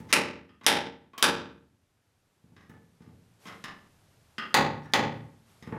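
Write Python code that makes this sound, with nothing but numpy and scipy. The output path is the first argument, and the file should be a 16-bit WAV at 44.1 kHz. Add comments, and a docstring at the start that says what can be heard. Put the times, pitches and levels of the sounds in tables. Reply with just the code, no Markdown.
"""Hammer blows knock a wooden chair together in a small, live workshop: three on the right joint, two on the left.
Each is a coloured contact pulse that rings the modes of the frame, plus a short ping of the hammer face.
Around them a tool touches and slides on the wood, the seat is bumped and a hand brushes a spindle.
Noise-like reflections make the early crack and the swell of the room; a steady rumble and hiss lie beneath.
One microphone channel: its gain drops when a knock is loud and slowly recovers."""
import sys
import numpy as np
from scipy import signal
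from scipy.fft import rfft, irfft
from scipy.io import wavfile
from scipy.ndimage import uniform_filter1d

SR = 44100
rng = np.random.default_rng(int(sys.argv[2]) if len(sys.argv) > 2 else 0)


def to_wav(sig):
    """Store sig (one row per channel, or 1-D mono) as 16-bit WAV at the path in sys.argv[1].

    Samples outside -1..1 are clipped; the rate is SR.
    """
    pcm = np.clip(np.atleast_2d(sig), -1, 1) * 32767
    pcm = np.round(pcm).astype(np.int16)
    wavfile.write(sys.argv[1], SR, pcm.T)  # frames by channels


N = 254898

BASS_HZ, TREBLE_HZ = 400, 4430   # corners of the bass and treble tilts


def from_db(db):
    """Decibels to gain."""
    return 10 ** (np.asarray(db) / 20)


def at_hz(rows, hz):
    """Every column of a table, read on a log-frequency axis."""
    freqs, *columns = np.transpose(rows)
    log_hz = np.log(np.maximum(hz, 1))
    return [np.interp(log_hz, np.log(freqs), column) for column in columns]


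def bass_tilt(hz):
    """Share of a bass boost that reaches each frequency: all of it far below the corner, none far above."""
    return 1 / (1 + (hz / BASS_HZ) ** 2)


def add(out, s, sound):
    """Mix a sound in at a time in seconds."""
    start = max(0, round(s * SR))
    out[start:start + len(sound)] += sound[:max(0, N - start)]


def noise(spectrum):
    """Steady noise of a given colour, rms 1."""
    gain = from_db(at_hz(spectrum, np.fft.rfftfreq(N, 1 / SR))[0])
    x = irfft(rfft(rng.standard_normal(N)) * gain, N)
    return x / np.std(x)


# colour of the low room rumble: (frequency [Hz], relative density [dB per Hz])
RUMBLE = [(15, -44.5), (25, -11), (49, -22), (81, -6.5), (102, -4.5), (162, -11.5), (390, -21),
          (441, -23.5), (507, -26.5), (1000, -32), (1300, -57.5), (2200, -120)]
# colour of the faint hiss, shared by the brushing hand: (frequency [Hz], relative density [dB per Hz])
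HISS = [(240, -35.5), (400, -4), (734, -4.5), (964, -7), (1430, -7.5), (2060, -10), (12900, -18.5),
        (15000, -47.5)]
RUMBLE_DB, HISS_DB = -65, -68   # rms levels before the gain control


def background():
    """Low room rumble and a faint hiss, both steady filtered noise."""
    return from_db(RUMBLE_DB) * noise(RUMBLE) + from_db(HISS_DB) * noise(HISS)


# colour of a contact on each part of the chair, by part: (frequency [Hz], level [dB])
COLOUR = { "right joint": [(45, -31), (75, -6), (120, -7), (190, 1), (450, -0.5), (700, -4), (1400, -2.5),
          (2800, -1.5), (5300, -5.5), (7200, -9.5), (10000, -5), (12500, -13.5), (15500, -26.5)],
          "left joint": [(45, -25), (75, -7), (130, -0.5), (250, 4.5), (500, -2.5), (680, -4), (1000, -5),
          (1900, -2.5), (2300, -7), (4000, -5.5), (6500, -11), (10000, -20), (15000, -25)],
          "peg": [(50, -19), (200, 8.5), (600, 3), (1100, 5.5), (1600, 0), (3000, -0.5), (6000, -14.5),
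          (11000, -23), (15000, -21.5)], "tool": [(50, -19), (200, 2.5), (670, -13), (1050, -10),
          (1250, -5.5), (2050, -3), (2220, -13), (2650, -1.5), (3350, -2.5), (3650, -19.5), (5250, -11),
          (5500, -23.5), (14000, -39.5)], "post": [(50, -9), (180, 2.5), (600, -6), (1450, -4),
          (2000, -1.5), (2450, -7.5), (3850, -10.5), (4100, -13), (6500, -15.5), (8500, -26.5),
          (10500, -22.5), (14000, -33)], "pin": [(50, -23), (200, -8.5), (700, -9.5), (1800, -2.5),
          (2600, -14), (3800, -18.5), (6000, -25), (14000, -36)], "seat": [(45, -21.5), (80, 5.5),
          (190, -1.5), (400, -5), (650, -17.5), (950, -19), (2200, -25.5), (5000, -43), (14000, -48.5)]}


def contact(part, bass_db=0, treble_db=0, size=4096):
    """The pulse of one contact: a heavier push adds bass, a harder face adds treble."""
    hz = np.fft.rfftfreq(size, 1 / SR)
    level_db = at_hz(COLOUR[part], hz)[0]
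    level_db = level_db + bass_db * bass_tilt(hz)
    level_db = level_db + treble_db * hz ** 2 / (hz ** 2 + TREBLE_HZ ** 2)
    cepstrum = irfft(np.log(from_db(level_db)))[:size // 2]
    cepstrum[1:] *= 2   # minimum phase: nothing sounds before the touch
    return irfft(np.exp(rfft(cepstrum, size)))


# ringing modes of each part, by part: (frequency [Hz], height over the contact colour [dB], t60 [s])
MODES_OF = { "right joint": [(190, -6.5, .1), (272, 3, 0.097), (355, 3, 0.12), (461.4, 10.5, 0.23),
            (578, 5.5, 0.059), (818, 11.5, .15), (881.3, 12, 0.093), (966, 1, 0.072), (1170, -2, 0.046),
            (1347, 2.5, 0.048), (1535, 6, 0.067), (1673, 7.5, 0.18), (1800, 3.5, 0.28), (1980, -3.5, 0.056),
            (2470, 5.5, 0.22), (2580, -2.5, 0.0045), (2950, -3.5, 0.33), (3170, -2, .04), (3595, 4.5, .025),
            (3915, 5.5, 0.067), (4200, -3, 0.033), (4930, 3.5, 0.02), (5400, 4.5, 0.27), (5400, -2, 0.016),
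            (6030, -0.5, .04), (9430, -1, 0.018), (10500, 0.5, 0.01)], "left joint": [(114, 10.5, 0.37),
            (146.8, 7.5, 0.28), (226, 4, 0.28), (287, 1, 0.57), (436.5, -1, 0.16), (517.4, 5.5, 0.27),
            (554.5, 10, 0.12), (820, 12, 0.045), (883, 11, 0.15), (886, 5.5, 0.066), (1089, 8.5, 0.13),
            (1229, 1.5, 0.041), (1470, 8, 0.1), (1683, 3, 0.12), (1880, -2.5, 0.18), (1947, 4, 0.017),
            (2340, 1.5, 0.052), (2575, 7.5, 0.075), (3130, -5.5, 0.15), (3480, 8.5, 0.058),
            (3820, 2.5, 0.017), (4180, 0, 0.024), (4670, 1.5, .05)], "peg": [(456, 2, .15),
            (1112, 11, .055), (2060, 3.5, .05), (3200, 5, .06)], "tool": [(224.3, 9.5, 0.26),
            (387, 14.5, 0.23), (857, 6.5, .1), (1230, 9.5, 0.03), (1500, -3, .04), (1821, 4, 0.04),
            (2040, 2, 0.072), (2770, 3.5, 0.12), (3160, 0, .2), (5040, 3, 0.015)],
            "post": [(187, -0.5, 0.17), (1214, 4, 0.019), (1660, -0.5, 0.059), (1890, 5.5, 0.047),
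            (2040, 0.5, 0.056), (2920, 3.5, 0.032), (3880, -1.5, 0.013), (5160, 10.5, 0.025)],
            "pin": [(1740, 12, 0.09), (3750, 2, .04), (5640, 14, .04)], "seat": [(117, -0.5, 0.2),
            (173, 13, 0.27), (223, 8.5, 0.13), (256, 3.5, 0.75), (454.6, 9, 0.16), (873, 11.5, 0.13)]}


def ringing(part):
    """A part passes the pulse on and rings in its modes, each an exponentially decaying cosine."""
    t = np.arange(SR) / SR
    out = signal.unit_impulse(SR)
    for hz, height_db, t60 in MODES_OF[part]:
        decay = from_db(-60 * t / t60)
        weight = 2 * from_db(height_db) / decay.sum()   # long modes get no extra height
        out += weight * decay * np.cos(2 * np.pi * hz * t)
    return out


def jerks(share, length_s, above_hz=900, size=1024):
    """A contact is followed by brief chatter as the parts shift, new with every knock; energy about 1."""
    t = np.arange(size) / SR
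    chatter = rng.standard_normal(size) * np.exp(-(t / length_s) ** 2)
    chatter = signal.sosfilt(signal.butter(2, above_hz, "high", fs=SR, output="sos"), chatter)
    chatter /= np.linalg.norm(chatter)
    share = np.clip(share, 0, 1)
    return np.sqrt(1 - share) * signal.unit_impulse(size) + np.sqrt(share) * chatter


def knocks(rows, rings, chatter_share, chatter_s):
    """Single contacts, each ringing the part that it lands on."""
    out = np.zeros(N)
    for s, level_db, bass_db, treble_db, part in rows:
        push = np.convolve(contact(part, bass_db, treble_db), jerks(chatter_share, chatter_s))
        add(out, s, from_db(level_db) * signal.fftconvolve(push, rings[part]))
    return out


# light touches, before the room is added; the first is already sounding as the scene begins: (time [s], level
# [dB], treble boost [dB], part touched)
TAPS = [(.002, -27.5, 5, "seat"), (0.492, -42.5, -4, "tool"), (.612, -37.5, -16, "peg"),
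        (1.134, -37.5, -16, "peg"), (1.1792, -26.5, 12.5, "peg"), (2.44, -42.5, -13, "seat"),
        (2.518, -41.5, -14.5, "seat"), (2.565, -41.5, -11.5, "post"), (2.695, -27.5, 8.5, "seat"),
        (3.005, -34, -8.5, "seat"), (3.074, -35.5, -19, "seat"), (3.455, -43.5, -4.5, "peg"),
        (3.640, -30.5, 0, "post"), (3.641, -34.5, -11, "pin"), (4.3817, -24, -4, "tool"),
        (4.921, -46.5, 7.5, "pin"), (5.623, -38, 0.5, "seat"), (5.673, -20.5, -10, "seat"),
        (5.724, -7.5, -39.5, "seat")]
THUD_EVEN_DB, THUD_PER_DB = -35, 0.65   # a touch below this level has more bass, a firmer one less


def taps(rings):
    """A soft touch is mostly thud; the firmer it is, the more the wood itself speaks."""
    rows = []
    for s, level_db, treble_db, part in TAPS:
        bass_db = THUD_PER_DB * (THUD_EVEN_DB - level_db)
        rows.append((s, level_db, bass_db, treble_db, part))
    return knocks(rows, rings, chatter_share=0.41, chatter_s=0.013)


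def scatter(lumpy_db=2.5, size=2048, count=300):
    """One second of dense reflections with random phases, arriving in clumps, with an even spectrum."""
    clumps = np.interp(np.linspace(0, count, SR), np.arange(count), rng.standard_normal(count))
    x = rng.standard_normal(SR) * from_db(lumpy_db * clumps)
    for window in (size // 16, size):   # level out the spectrum, keeping only the phases
        cells = signal.stft(x, nperseg=window)[2]
        x = signal.istft(cells / (np.abs(cells) + 1e-12), nperseg=window)[1][:SR]
    grown = np.minimum(np.arange(SR) / SR / 0.01, 1)   # the nearest paths are steady
    x = x * from_db(lumpy_db * clumps * grown)
    return x / np.std(x)


# the workshop by band; near_db and bass_near_db are added to the crack level:
# (frequency [Hz], near crack level [dB], crack length to 1/e [s], time until the room is full [s],
#  swell up to then [dB], t60 after it [s])
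ROOM = [(71.1, -8, .016, 0.051, 16.5, 1.0), (127, -7, 0.036, 0.057, 14.5, 0.79),
        (260, 3, .008, 0.056, 5.5, 0.63), (549, -4, .007, 0.075, 2, 0.47),
        (1370, -3, 0.0034, 0.033, -2, 0.46), (3300, 12, 0.0014, 0.019, 0, 0.41),
        (6100, 12.5, 0.0026, 0.0026, -1, .34), (10100, 9, 0.0069, 0.0014, 3, 0.22),
        (15000, 9, 0.0049, .003, -1, 0.22)]


def workshop(x, near_db, bass_near_db, count=20):
    """Seat and spindles scatter a short near crack; then the room fills and decays, longest in the bass."""
    t, hz = np.arange(SR) / SR, np.fft.rfftfreq(SR, 1 / SR)
    centres = np.geomspace(50, 16000, count)
    reflections, response = rfft(scatter()), np.zeros(SR)
    for centre, share in zip(centres, np.eye(count)):
        crack_db, crack_s, full_s, swell_db, t60 = at_hz(ROOM, centre)
        band_gain = at_hz(np.c_[centres, share], hz)[0]   # overlapping triangles on the log axis
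        band = irfft(reflections * band_gain, SR)
        crack_db += near_db + bass_near_db * bass_tilt(centre)
        crack = from_db(crack_db) * np.exp(-(t / crack_s) ** 2)
        filling_db = -swell_db * np.maximum(1 - t / full_s, 0)
        decay_db = -60 * np.maximum(t - full_s, 0) / t60
        response += band * np.hypot(crack, from_db(filling_db + decay_db))
    return signal.fftconvolve(x, response)[:N]


# the tool slides over the wood, before the room is added: (start [s], end [s], level [dB], part rubbed)
SLIDES = [(0.079, 0.147, -34.5, "post"), (0.629, 0.658, -30.5, "post"), (2.576, 2.643, -52.5, "post"),
          (2.694, 2.7, -45, "pin"), (3.014, 3.037, -55, "post"), (3.449, 3.503, -35, "post"),
          (4.826, 4.867, -39, "pin"), (5.624, 5.64, -45, "post")]


def slides(rings, slips_per_s=500):
    """Sliding is a dense run of tiny uneven slips."""
    out = np.zeros(N)
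    for start, end, level_db, part in SLIDES:
        n = max(round((end - start) * SR), SR // 200)   # at least 5 ms
        chance, force = rng.random(SR)[:n], rng.standard_normal(SR)[:n]
        slips = (chance < slips_per_s / SR) * force * np.sqrt(np.hanning(n))
        slips *= from_db(level_db) / (np.linalg.norm(slips) + 1e-9)   # level of the whole slide
        wood = signal.fftconvolve(contact(part), rings[part])
        add(out, start, signal.fftconvolve(slips, wood))
    return out


# hammer blows, before the room is added: (time [s], level [dB], bass boost [dB], treble boost [dB],
#  part struck, ping of the hammer face [Hz], ping level [dB])
BLOWS = [(0.1273, -4, 1, 1, "right joint", 2820, -2), (0.6647, -1, -2, 0.5, "right joint", 5300, 0.5),
         (1.2260, -6, 2, 1.5, "right joint", 3690, 0), (4.5425, -7, -1.5, -0.5, "left joint", 3800, -18.5),
         (4.9363, -12.5, 1.5, -1, "left joint", 3990, -4)]


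def hammering(rings):
    """Firm blows ring the joints, each with its own reflections as the chair shifts."""
    blows = [knocks([row[:5]], rings, chatter_share=0.13, chatter_s=0.0012) for row in BLOWS]
    return sum(workshop(blow, near_db=-5.0, bass_near_db=-11.0) for blow in blows)


def pings(length_s=.0014, count=100):
    """While in contact the hammer face gives a few cycles of a hard ping, straight to the microphone."""
    out, t = np.zeros(N), np.arange(count) / SR
    swell = np.sin(np.pi * np.minimum(t / length_s, 1)) ** 2
    for s, *_, ping_hz, ping_db in BLOWS:
        add(out, s, from_db(ping_db) * swell * np.sin(2 * np.pi * ping_hz * t))
    return out


# a hand brushes along a spindle: (time [s], level [dB])
BRUSHES = [(3.385, -57.5), (5.44, -64)]
BRUSH_RISE_S, BRUSH_FALL_S = 0.055, 0.3


def brushes():
    """Skin on bare wood: a soft hiss that swells quickly and fades as the hand slows."""
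    t, speed = np.arange(N) / SR, np.zeros(N)
    for s, level_db in BRUSHES:
        stroke = np.interp(t - s, [0, BRUSH_RISE_S, BRUSH_RISE_S + BRUSH_FALL_S], [0, 1, 0])
        speed += from_db(level_db) * stroke
    return speed * noise(HISS)


# the recorder's gain control: threshold, share of the excess taken away, release
LIMIT_DB, LIMIT_SHARE, RECOVERY_DB_PER_S = -17, 0.91, 4.5
DETECTOR_S, LOOK_AHEAD_S = 0.011, 0.0032


def gain_control(x):
    """Loud knocks push the gain down at once; it creeps back steadily, and the background rises with it."""
    t = np.arange(N) / SR
    power = uniform_filter1d(x[0] ** 2, max(1, round(DETECTOR_S * SR)))
    power_db = 10 * np.log10(np.maximum(power, 1e-12))
    excess_db = np.clip(LIMIT_SHARE, 0, 1) * np.maximum(power_db - LIMIT_DB, 0)
    recovered_db = RECOVERY_DB_PER_S * t
    duck_db = np.maximum.accumulate(excess_db + recovered_db) - recovered_db
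    return x * from_db(-np.interp(t + LOOK_AHEAD_S, t, duck_db))


def scene():
    """Firm blows and looser handling in the same room, with pings, brushes and background added direct."""
    rings = {part: ringing(part) for part in MODES_OF}
    blows = hammering(rings)
    handling = workshop(taps(rings) + slides(rings), near_db=-3.5, bass_near_db=13)
    return (pings() + blows + handling + brushes() + background())[None]


CUTOFF_HZ = 15800


def record(dry):
    """The gain control holds loud knocks down, the highest peaks are rounded and the top is cut."""
    rounded = 1.3 * np.tanh(gain_control(dry) / 1.3)
    low_pass = signal.ellip(10, .2, 70, CUTOFF_HZ, fs=SR, output="sos")   # .2 dB ripple, 70 dB stop
    return signal.sosfilt(low_pass, rounded)


dry = scene()
out = record(dry)
to_wav(out)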